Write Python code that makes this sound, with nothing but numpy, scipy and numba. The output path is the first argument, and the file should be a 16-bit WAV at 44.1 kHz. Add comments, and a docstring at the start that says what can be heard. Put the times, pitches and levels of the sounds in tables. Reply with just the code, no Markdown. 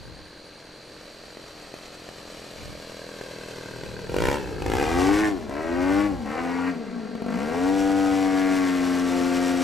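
"""A two-stroke model aeroplane glides in at idle, blips its throttle four times pulling up, then hangs on its propeller.
Each firing rings the silencer and lets out a puff of gas: an even putter at idle, hard pops in the run-ups,
a snarl under power. Shaped noise makes the propeller hiss; a delayed ground bounce combs the plane's sound.
Insects shrill in the grass as ticking bands of noise. Low noise swells as wind on the stereo microphone,
and as the plane's own low bass at the first two pull-ups."""
import sys
import numpy as np
from scipy import signal
from scipy.fft import rfft, irfft, next_fast_len
from scipy.io import wavfile
from scipy.ndimage import uniform_filter1d
from numba import njit

SR = 44100
rng = np.random.default_rng(int(sys.argv[2]) if len(sys.argv) > 2 else 0)


def store_wav(level_fs):
    """Save 16-bit WAV to argv[1]."""
    pcm = np.round(np.clip(np.atleast_2d(level_fs), -1, 1) * 32767)
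    wavfile.write(sys.argv[1], SR, pcm.T.astype(np.int16))


N = 424683
TIME = np.arange(N) / SR


def undb(db):
    """Decibels to gain."""
    return 10 ** (np.asarray(db) / 20)


def curves(table):
    """Every column of a timed table, sample by sample."""
    s, *columns = np.transpose(table)
    return [np.interp(TIME, s, column) for column in columns]


def over_hz(table, freqs):
    """Every column of a spectrum, joined on a log-frequency axis."""
    hz, *columns = np.transpose(table)
    return [np.interp(np.log(freqs + 1), np.log(hz), column) for column in columns]


def unit(x):
    """Scale to a standard deviation of 1."""
    return x / np.std(x)


def steady(x, size=5000):
    """Scale to a running rms near 1, so that a level curve alone sets the loudness."""
    power = uniform_filter1d(uniform_filter1d(x * x, size), size)
    return x / np.sqrt(np.abs(power) + 1e-12)


def noise(spectrum):
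    """Unit-level noise with the given colour."""
    size = next_fast_len(N, True)
    db, = over_hz(spectrum, np.fft.rfftfreq(size, 1 / SR))
    white = rfft(rng.standard_normal(size))
    return unit(irfft(white * undb(db), size)[:N])


def walk(rate_hz):
    """Random wander: straight lines between normal draws."""
    return np.interp(TIME * rate_hz, np.arange(4096), rng.standard_normal(4096))


def ring(x, modes):
    """Sum of two-pole resonances, neighbours in opposite polarity."""
    total = 0
    for k, (hz, width_hz, db) in enumerate(modes):
        b, a = signal.iirpeak(hz, hz / width_hz, SR)
        total = total + (-1) ** k * undb(db) * signal.lfilter(b, a, x)
    return total


@njit
def sweep(x, hz, width_hz):
    """State-variable resonance whose centre moves."""
    y, band_state, low_state = np.empty(len(x)), 0., 0.
    for i in range(len(x)):
        g, damping = np.tan(np.pi * hz[i] / SR), width_hz / hz[i]
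        # the tiny offset keeps the states out of denormals
        v = (band_state + g * (x[i] + 1e-18 - low_state)) / (1 + g * (g + damping))
        band_state = 2 * v - band_state
        low_state = low_state + 2 * g * v
        y[i] = damping * v
    return y


def band(x, low_hz, high_hz):
    """Second-order Butterworth band-pass."""
    return signal.sosfilt(signal.butter(2, [low_hz, high_hz], "band", fs=SR, output="sos"), x)


def clicks(times, sizes):
    """One click at each time, shared between two samples."""
    place = np.clip(times * SR, 0, N - 2)
    i = place.astype(int)
    late = place - i
    return np.bincount(i, sizes * (1 - late), N) + np.bincount(i + 1, sizes * late, N)


# Colour of the insects. Each row: frequency in Hz, relative level in dB per Hz.
INSECT_COLOUR = [(3000,-87),(3750,-23),(4050,-2.5),(4400,-10),(4650,-1),(4950,-59),(6000,-37)]
# Insects in the grass. 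Each row: time in seconds, level in dB.
GRASS = [(0,-55.5),(4,-52.5),(5.5,-61),(9.6,-55.5)]


def insects(trill_hz=75.1, trill_depth_db=3.5):
    """Insects in the grass shrill: a band of noise whose level trills fast and evenly."""
    angle = 2 * np.pi * (trill_hz * TIME + .04 * walk(5))
    trill_db = trill_depth_db * np.sin(angle)
    return steady(noise(INSECT_COLOUR), size=300) * undb(curves(GRASS)[0] + trill_db)


# Bush cricket. Each row: time in seconds, level in dB.
CRICKET = [(0, -67), (1.3, -68), (4, -88)]


def cricket(warble_rate_hz=5.0, pitch_hz=9200, warble_hz=350):
    """A bush cricket scrapes thin chirps, two per warble: resonated noise gliding up and down."""
    angle = 2 * np.pi * (warble_rate_hz * TIME + 0.2 * walk(3))
    hz = pitch_hz + warble_hz * np.sin(angle)
    once = sweep(rng.standard_normal(N), hz, 450.)
    scrape = unit(sweep(once, hz, 450.))
    return np.abs(np.sin(angle)) * scrape * undb(curves(CRICKET)[0])


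# Low swells: gusts on the microphone, and the plane's low bass at the first two pull-ups (4.26, 4.89 s).
# Each row: peak time in seconds, half length in seconds, level in dB before trims.
LOW_SWELLS = [(0.05, 0.18, -45), (2.674, 0.085, -43), (3.879, 0.14, -43.5), (4.258, 0.15, -31),
              (4.893, 0.46, -32.5), (5.985, 0.33, -37), (7.854, 0.5, -44)]


def low_swells(calm_db=-71):
    """Strength of the low noise: a calm floor plus bell-shaped swells."""
    strength = undb(calm_db)
    for s, half_length_s, db in LOW_SWELLS:
        strength = strength + undb(db) * np.exp(-((TIME - s) / half_length_s) ** 2)
    return strength


# Colour of the open-air hush. Each row: frequency in Hz, relative level in dB per Hz.
FIELD = [(40,-6.5),(150,-9.5),(400,-6),(900,-13.5),(2000,-16),(3500,-19.5),(6000,-24),(9000,-33),(15000,-59)]
# Colour of the low noise. Each row: frequency in Hz, relative level in dB per Hz.
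LOW_NOISE = [(20,-14),(50,11.5),(90,8.5),(150,3.5),(300,-3.5),(800,-39.5)]


def outdoors(own_insects_db=-2.0):
    """Open-air hush, trilling insects all around and swelling low noise, partly separate at each port."""
    swell = low_swells()
    shared = noise(FIELD) * undb(-48.5) + insects() + cricket() + noise(LOW_NOISE) * swell * undb(-6)
    ports = []
    for _ in range(2):
        hush = noise(FIELD) * undb(-63)
        shrill = insects() * undb(own_insects_db)
        rumble = noise(LOW_NOISE) * swell * undb(0.5 + 1.3 * walk(5.4))
        ports.append(shared + hush + shrill + rumble)
    return np.array(ports)


# Ground bounce. Each row: time in seconds, lag behind the direct sound in ms.
BOUNCE = [(0, 1.86), (1.7, 1.56), (3, 1.79), (4.2, 2.1), (5, 2.546), (6, 3.43), (6.7, 4.33), (7.3, 4.42),
          (8.1, 4), (8.9, 4.51), (9.63, 4.23)]


def ground(x, share):
    """Direct sound plus its bounce off the grass; the moving lag combs the spectrum."""
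    lag_s = curves(BOUNCE)[0] / 1000
    return x + share * np.interp(TIME - lag_s, TIME, x)


def steepness():
    """Soft grass returns the bass only once the plane is high and the bounce is steep, 0-1 from its lag."""
    return np.clip((curves(BOUNCE)[0] - 1.8) / 2, 0, 1)


# Engine speed as heard. Each row: time in seconds, firings per second in Hz.
SPEED = [(0.0, 43.3), (0.53, 44.0), (1.43, 44.33), (1.69, 42.45), (2.14, 42.55), (4.1, 38.58), (4.27, 64),
         (4.37, 74.17), (4.53, 56.55), (4.66, 49.6), (4.86, 78.4), (5.12, 101.3), (5.22, 107.2),
         (5.295, 104.2), (5.4, 80.75), (5.495, 66.06), (5.62, 80.35), (5.83, 91.4), (6.0, 101.8),
         (6.07, 103), (6.255, 69.28), (6.41, 85.6), (6.71, 89.7), (6.85, 68.5), (7.0, 55.7), (7.18, 43.65),
         (7.28, 47), (7.35, 60.24), (7.44, 74.23), (7.6, 89.5), (7.715, 96.93), (7.98, 97.24),
         (8.39, 94.54), (8.53, 94.14), (8.78, 89.66), (9.2, 88.2), (9.48, 88.85), (9.63, 88.2)]


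def speed(size=1100):
    """Firings per second; the flywheel rounds every change."""
    return uniform_filter1d(curves(SPEED)[0], size, mode="nearest")


FULL_HZ = 102.86  # speed that load 1 holds


def load(spin_up_s=0.27, max_load=1.007):
    """Torque that the engine gives: propeller drag plus what it takes to spin up."""
    share = speed() / FULL_HZ
    drag = share ** 2
    return np.clip(drag + spin_up_s * np.gradient(share) * SR, 0, max_load)


# The plane nears, then turns its back. Each row: time in seconds, nearness in dB,
# then trims in dB of the rasp, of the treble and of the bark.
FLIGHT = [(0, -21.5, 0, 3, -9), (1.5, -13, -18, 10, -5), (3.4, -1.5, -51, 3.5, -8.5),
          (4.25, 1.5, -2, -3.5, -1), (4.95, -0.5, -2.5, -1, -2), (5.25, -3.5, -3, -0.5, -0.5),
          (5.6, -0.5, -4, -14, -2.5), (6.0, -3.5, -2, -6, -1), (6.6, -2, 0.5, -11, -3),
          (7.1, -4, 7, -10.5, 3), (7.7, -2.5, -8.5, -4.5, 0), (8.7, 0, -1, -3, -3),
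          (9.63, -0.2, -3.5, -0.5, -5.5)]


def voice_db(full_db, per_load_db, per_octave_db):
    """Level of one voice: its value at full speed and load, moved by load, speed and nearness."""
    octaves = np.log2(speed() / FULL_HZ)
    return full_db + per_load_db * (load() - 1) + per_octave_db * octaves + curves(FLIGHT)[0]


# Exhaust roughness, least on a steady full throttle. Each row: time in seconds, extra gas noise in dB.
ROUGHNESS = [(4.6, 0), (5.0, -3), (5.3, -5), (5.6, -4), (7.4, -3), (7.75, -7), (8.55, -7), (8.95, -3.5)]


def turbulence_db(coasting_db=9.5, per_load_db=-8.5):
    """Gas noise against the firings: an engine under load burns more cleanly."""
    return coasting_db + per_load_db * load() + curves(ROUGHNESS)[0]


# The hardest single firings. Each row: time in seconds, click strength in dB.
POPS = [(1.371, -25), (1.7405, -22), (2.089, -24.5), (3.212, -19), (3.584, -22), (3.659, -23.5),
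        (3.711, -23), (3.761, -25.5), (3.835, -20.5), (3.991, -23.5), (4.069, -27), (4.0948, -16),
        (4.1195, -17), (4.1424, -12), (4.1644, -10), (4.185, -11.5), (4.221, -9.5), (4.254, -10),
        (4.285, -8.5), (4.314, -12), (4.383, -24), (4.621, -15.5), (4.662, -12), (4.699, -13),
        (4.736, -11.5), (4.768, -16), (4.826, -12), (5.495, -22), (6.259, -23), (7.152, -20), (7.221, -17),
        (7.263, -17), (7.284, -20), (7.304, -19)]


def crank():
    """Turns of the crankshaft, bent slightly so that each listed pop falls on a whole turn."""
    turns = np.cumsum(speed()) / SR
    s = np.array(POPS)[:, 0]
    phase_error = np.unwrap(np.interp(s, TIME, turns) % 1, period=1)
    return turns - np.interp(TIME, s, phase_error)


def firing_times(turns):
    """One firing at every whole turn, in seconds."""
    return np.interp(np.arange(1, int(turns[-1]) + 1), turns, TIME)


def firing_train(turns, scatter_db):
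    """A click of uneven strength at every firing."""
    times = firing_times(turns)
    return unit(clicks(times, undb(scatter_db * rng.standard_normal(len(times)))))


def puffs(turns, length, between):
    """Turbulence that flares with each firing, dies over a length in turns and simmers in between."""
    return unit((between + np.exp(-(turns % 1) / length)) * rng.standard_normal(N))


def wash():
    """The propeller's slipstream churns in the low bass, most while the engine labours."""
    churn = unit(band(rng.standard_normal(N), 32, 510))
    return churn * undb(voice_db(full_db=-64, per_load_db=1.8, per_octave_db=-1.9))


# Propeller tone. Each row: multiple of the shaft speed, relative level in dB.
BLADE_ORDERS = [(4, 5.5), (6, 2), (8, -1.5), (10, -2), (14, -16)]
# Propeller tone over time. Each row: time in seconds, level in dB.
BLADES = [(8.9, -71), (9.15, -36), (9.63, -38.5)]


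def blades(turns):
    """Two blades beat on the even multiples of the shaft, heard once the hovering plane tilts."""
    tone = sum(undb(db) * np.sin(2 * np.pi * order * turns) for order, db in BLADE_ORDERS)
    return tone * undb(curves(BLADES)[0])


# Colour of the propeller hiss. Each row: frequency in Hz, relative level in dB per Hz.
HISS = [(700,9),(1800,6.5),(3000,5.5),(4200,2),(5000,1.5),(5700,4),(6500,-1),(7800,0),(9500,-8.5),(12000,-9),(14000,-18.5),(16000,-39)]


def propeller(turns, flutter_db=1.66):
    """Air tearing at the blades and the exhaust port: hiss pulsing once a turn."""
    hiss_db = voice_db(full_db=-31.5, per_load_db=11.04, per_octave_db=4.3) + curves(FLIGHT)[2]
    pulse = .9 * undb(.5 * turbulence_db()) + np.exp(-(turns % 1) / .1)
    hiss = steady(ground(noise(HISS) * pulse, share=0.27))
    return hiss * undb(hiss_db + flutter_db * walk(35))


# Hum of the idle. 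Each row: time in seconds, rms level in dB of the 3rd, 5th and 7th multiple of the firing rate.
HUM = [(0, -61, -67, -59.5), (1.3, -73, -67.5, -59), (2.3, -64.5, -54.5, -61.5), (3.1, -58.5, -51.5, -60),
       (4.05, -44.5, -58, -63), (4.3, -67, -72, -68)]


def hum(turns):
    """The even idle carries a few clean low tones."""
    total = 0
    for order, db in zip((3, 5, 7), curves(HUM)):
        total = total + np.sqrt(2) * undb(db) * np.cos(2 * np.pi * order * turns)
    return total


# Idling silencer. Each row: resonance in Hz, width in Hz, relative level in dB.
PUTTER = [(368, 270, 0), (542, 256, 8.5)]
# Hollow pipe at idle. Each row: resonance in Hz, width in Hz, relative level in dB.
HOLLOW = [(1000, 29, -8), (1580, 75, 6), (2590, 50, 4), (3250, 110, -14)]
# Shut-throttle engine. Each row: time in seconds, level in dB of the ticks, of the hollow ring, of the chug.
COASTING = [(0, -54, -60, -63), (1.3, -51, -59, -68), (2.5, -47.5, -62, -58), (3.1, -43, -51.5, -54),
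            (4.05, -40.5, -48.5, -44.5), (4.55, -36.5, -46.5, -50), (4.8, -47, -59, -57)]


def putter(turns, chug_hz=195, chug_width_hz=70):
    """With the throttle shut, even firings tick and chug in the silencer and their gas rings the hollow pipe."""
    tick_db, hollow_db, chug_db = curves(COASTING)
    firings = firing_train(turns, scatter_db=0.6)
    gas = 1.3 * puffs(turns, length=0.12, between=0.091)
    ticks = band(ring(firings, PUTTER), 205, 660)
    chug = band(ring(firings, [(chug_hz, chug_width_hz, 0)]), 106, 200)
    hollow = band(ring(firings + gas, HOLLOW), 1090, 2600)
    return (steady(ground(ticks, share=0.66)) * undb(tick_db)
            + steady(chug) * undb(chug_db)
            + steady(ground(hollow, share=0.4)) * undb(hollow_db))


# Ragged firing between blips. Each row: time in seconds, level in dB.
STUMBLE = [(4.8, -87), (5.42, -40), (5.7, -47.5), (6.2, -33.5), (6.65, -51), (6.77, -32), (6.85, -41),
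           (6.91, -32.5), (7.25, -38), (7.35, -26), (7.43, -38), (7.52, -31), (7.7, -91)]


def stumble(turns, hz=238, width_hz=70):
    """Between blips the engine fires weakly into the cooled silencer, which rings lower."""
    drive = firing_train(turns, scatter_db=1.8) + 0.3 * puffs(turns, length=0.5, between=0.3)
    pipe = band(ring(drive, [(hz, width_hz, 0)]), 169, 256)
    return steady(pipe) * undb(curves(STUMBLE)[0])


def pipe_note(turns, path, width_hz, rough):
    """Under power, firings sound a resonance that shifts as the pipe heats and the plane turns."""
    hz, db = curves(path)
    drive = firing_train(turns, scatter_db=2.9) + rough * puffs(turns, length=0.61, between=0.4)
    once = sweep(drive, hz, float(width_hz))
    note = sweep(once, hz, float(width_hz))
    return steady(ground(note, share=0.25)) * undb(db)


# Lower honk under power. Each row: time in seconds, centre in Hz, level in dB.
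HONK = [(4.1, 900, -67), (4.3, 870, -33), (4.5, 820, -54), (4.8, 760, -34), (5.05, 760, -26.5),
        (5.25, 843, -39.5), (5.4, 780, -49), (5.9, 745, -37), (6.2, 810, -47), (6.45, 700, -35),
        (6.68, 950, -42.5), (6.85, 795, -72), (7.3, 735, -58), (7.55, 740, -31), (8.5, 680, -38.5),
        (8.7, 760, -48), (9.63, 714, -59)]
# Bright edge under power. Each row: time in seconds, centre in Hz, level in dB.
EDGE = [(4.7, 1714, -68), (5.03, 1570, -45), (5.1, 1840, -43), (5.25, 1770, -30.5), (5.33, 1770, -50),
        (5.7, 1610, -72), (6.02, 1790, -49), (6.2, 1670, -64), (6.45, 1530, -51), (6.7, 1500, -69),
        (6.8, 1388, -75), (7.4, 1220, -63), (7.75, 1130, -51), (8.1, 1190, -39), (8.2, 1930, -47),
        (8.65, 1880, -40), (8.9, 1490, -61), (9.63, 1190, -50)]


def pipe_notes(turns):
    """Two shifting pipe resonances, a low honk and a bright edge."""
    honk = pipe_note(turns, HONK, width_hz=230, rough=0.2)
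    edge = pipe_note(turns, EDGE, width_hz=520, rough=0.12)
    return honk + edge


def hardness(surge_hz_per_s=150, until_hz=79.3, fade_hz=9.9, build_s=0.022):
    """How hard the charges go off, 0-1: most when the throttle opens at low revs, building over a few firings."""
    hz = speed()
    gaining = np.clip(np.gradient(hz) * SR / surge_hz_per_s, 0, 1)
    low_revs = np.clip((until_hz - hz) / fade_hz, 0, 1)
    keep = np.exp(-1 / (build_s * SR))
    return signal.lfilter([1 - keep], [1, -keep], gaining * low_revs)


def pop_sizes(times, hard_db=-10.5, scatter_db=0.9):
    """Click strength of every firing: hardness, distance and chance; the listed pops have their own."""
    near_db, _, treble_db, _ = curves(FLIGHT)
    strength = hardness() * undb(hard_db + near_db + treble_db)
    sizes = np.interp(times, TIME, strength) * undb(scatter_db * rng.standard_normal(len(times)))
    for s, pop_db in POPS:
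        sizes[np.argmin(np.abs(times - s))] = undb(pop_db)
    return sizes


# Outlet rung by a steep front, low then high. Each row: resonance in Hz, width in Hz, relative level in dB.
OUTLET = [(1520, 600, 10), (2650, 300, 13)]
# Colour of a hard firing's gas burst. Each row: frequency in Hz, relative level in dB per Hz.
CRACK = [(200, -13), (600, -6), (950, -7), (1250, -1), (1650, 4.5), (2100, -5), (2700, -0.5), (3700, -11),
         (7000, -15), (14000, -23.5), (16000, -34)]


def pops(turns, front_hz=410, rear_hz=280, width_hz=260, thud_db=5.5, gas_s=0.0011, gas_db=-13,
         rear_gas_db=-6.5, rear_snap_db=-8, bright_from_hz=22, bright_full_hz=58.4):
    """A rich charge goes off as a thud with a snap and a short burst of gas, all duller from behind."""
    times = firing_times(turns)
    hits = clicks(times, pop_sizes(times))
    rear = steepness()
    # faster firings crack brighter
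    bright = np.clip((speed() - bright_from_hz) / (bright_full_hz - bright_from_hz), 0, 1)
    push = np.convolve(hits, np.hanning(52), "same")
    thud = sweep(push, front_hz + (rear_hz - front_hz) * rear, float(width_hz))
    rung = ring(hits, OUTLET[:1]) - ring(hits * bright, OUTLET[1:])
    snap = band(rung, 740, 3600) * undb(rear_snap_db * rear)
    age = np.arange(1024) / SR / gas_s
    flare = age * np.exp(1 - age)
    burst = signal.fftconvolve(hits * bright, flare)[:N] * noise(CRACK)
    gas = burst * undb(gas_db + rear_gas_db * rear)
    return ground(thud * undb(thud_db) + snap + gas, share=0.51)


def smear(x, size=57, share=0.64):
    """Echoes inside the silencer spread each firing without colouring it: an all-pass."""
    taps = np.r_[share, np.zeros(size), 1]
    return signal.lfilter(taps, taps[::-1], x)


def uneven_firings(turns, idle_hz=40.2, idle_scatter_db=1.5):
    """Weak combustion is uneven in both timing and strength; the scatter shrinks with speed."""
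    times = firing_times(turns)
    scatter_db = idle_scatter_db * idle_hz / np.interp(times, TIME, speed())
    chance = rng.standard_normal((len(times), 2))
    jitter_s = 2e-5 * scatter_db * chance[:, 0]
    return unit(clicks(times + jitter_s, undb(scatter_db * chance[:, 1])))


def off_tune(from_hz=53, ramp_hz=24.9, on_tune_hz=83.1, on_tune_width_hz=1.2):
    """How far the silencer is off tune, 0-1: at low speed a close-lying harmonic always sounds it."""
    hz = speed()
    leaving_idle = np.clip((hz - from_hz) / ramp_hz, 0, 1)
    return leaving_idle / (1 + np.exp((hz - on_tune_hz) / on_tune_width_hz))


# Exhaust bass. Each row: resonance in Hz, width in Hz, relative level in dB.
BOOM = [(90.5, 27, -13.5), (205, 92, -36), (286.7, 43.2, 7)]
# Exhaust middle. Each row: resonance in Hz, width in Hz, relative level in dB.
BARK = [(432, 88, 15), (828, 68, 6), (1014, 1440, -8.5)]
# Exhaust treble. 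Each row: resonance in Hz, width in Hz, relative level in dB.
RASP = [(1267, 1100, 1), (1686, 650, 4.5), (1902, 350, 2.5), (2900, 510, -11.5), (4500, 310, -12)]


def engine(turns, off_tune_db=-8.5):
    """One uneven firing a turn drives the exhaust resonances, cleanly in the bass and roughly in the treble."""
    firings, rough = uneven_firings(turns), undb(turbulence_db())
    bass = firings + 0.17 * rough * puffs(turns, length=0.58, between=0.54)
    middle = firings + 0.5 * rough * puffs(turns, length=0.6, between=0.6)
    treble = firings + rough * puffs(turns, length=0.4, between=0.25)
    boom = band(ring(bass, BOOM), 53, 920)
    bark = band(ring(middle, BARK), 451, 1005)
    rasp = band(ring(smear(treble), RASP), 360, 2600)
    _, rasp_trim_db, _, bark_trim_db = curves(FLIGHT)
    boom_db = voice_db(full_db=-17.5, per_load_db=8.3, per_octave_db=19.3) + off_tune_db * off_tune()
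    bark_db = voice_db(full_db=-23, per_load_db=10.2, per_octave_db=5.3) + bark_trim_db
    rasp_db = voice_db(full_db=-27.5, per_load_db=24.5, per_octave_db=1.8) + rasp_trim_db
    return (steady(ground(boom, share=1.09 * steepness())) * undb(boom_db)
            + steady(ground(bark, share=1.0)) * undb(bark_db)
            + steady(ground(rasp, share=0.98)) * undb(rasp_db))


def scattered(x, db=-16.5, t60_s=0.18):
    """Rough ground and field edges send back a faint, short wash, different at each port."""
    age_s = np.arange(int(.4 * SR)) / SR
    tails = band(rng.standard_normal((2, len(age_s))), 363, 3060)
    tails = tails * undb(-60 * age_s / t60_s) * (age_s > .006)
    tails = tails / np.sqrt(np.sum(tails ** 2, axis=1, keepdims=True))
    return signal.fftconvolve(x[None], tails, axes=1)[:, :N] * undb(db)


# Microphone pair at full bearing. Each row: frequency in Hz, left minus right in dB, left lead in rad.
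PORTS = [(60,6,1),(254,4,0.84),(507,4.5,0.37),(1200,3,0.1),(2360,2.5,0.04),(7550,1.5,.02)]
# The plane's angle off the microphone's axis. Each row: time in seconds, bearing from 0 to 1.
BEARING = [(0, 0.22), (4.2, 0.28), (4.7, 0.59), (5.2, 1), (9.63, 1)]


def microphones(x):
    """The plane is off axis: the left port hears it louder and earlier."""
    size = next_fast_len(N, True)
    db, lead_rad = over_hz(PORTS, np.fft.rfftfreq(size, 1 / SR))
    ratio = undb(db) * np.exp(1j * lead_rad)
    # side over mid that gives this left-to-right ratio
    side_share = (ratio - 1) / (ratio + 1)
    side = irfft(rfft(x, size) * side_share, size)[:N] * curves(BEARING)[0]
    return np.array([x + side, x - side])


def scene(hard_duck=0.29):
    """The plane over the field; hard firings replace a share of the ordinary ones."""
    turns = crank()
    firing = engine(turns) * (1 - hard_duck * hardness()) + pops(turns)
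    exhaust = firing + pipe_notes(turns) + putter(turns) + hum(turns) + stumble(turns)
    plane = exhaust + propeller(turns) + blades(turns) + wash()
    return microphones(plane) + scattered(plane) + outdoors()


def record(dry, top_hz=15200):
    """A steep elliptic low-pass cuts the top."""
    return signal.sosfilt(signal.ellip(8, .2, 70, top_hz, fs=SR, output="sos"), dry)


dry = scene()
out = record(dry)
store_wav(out)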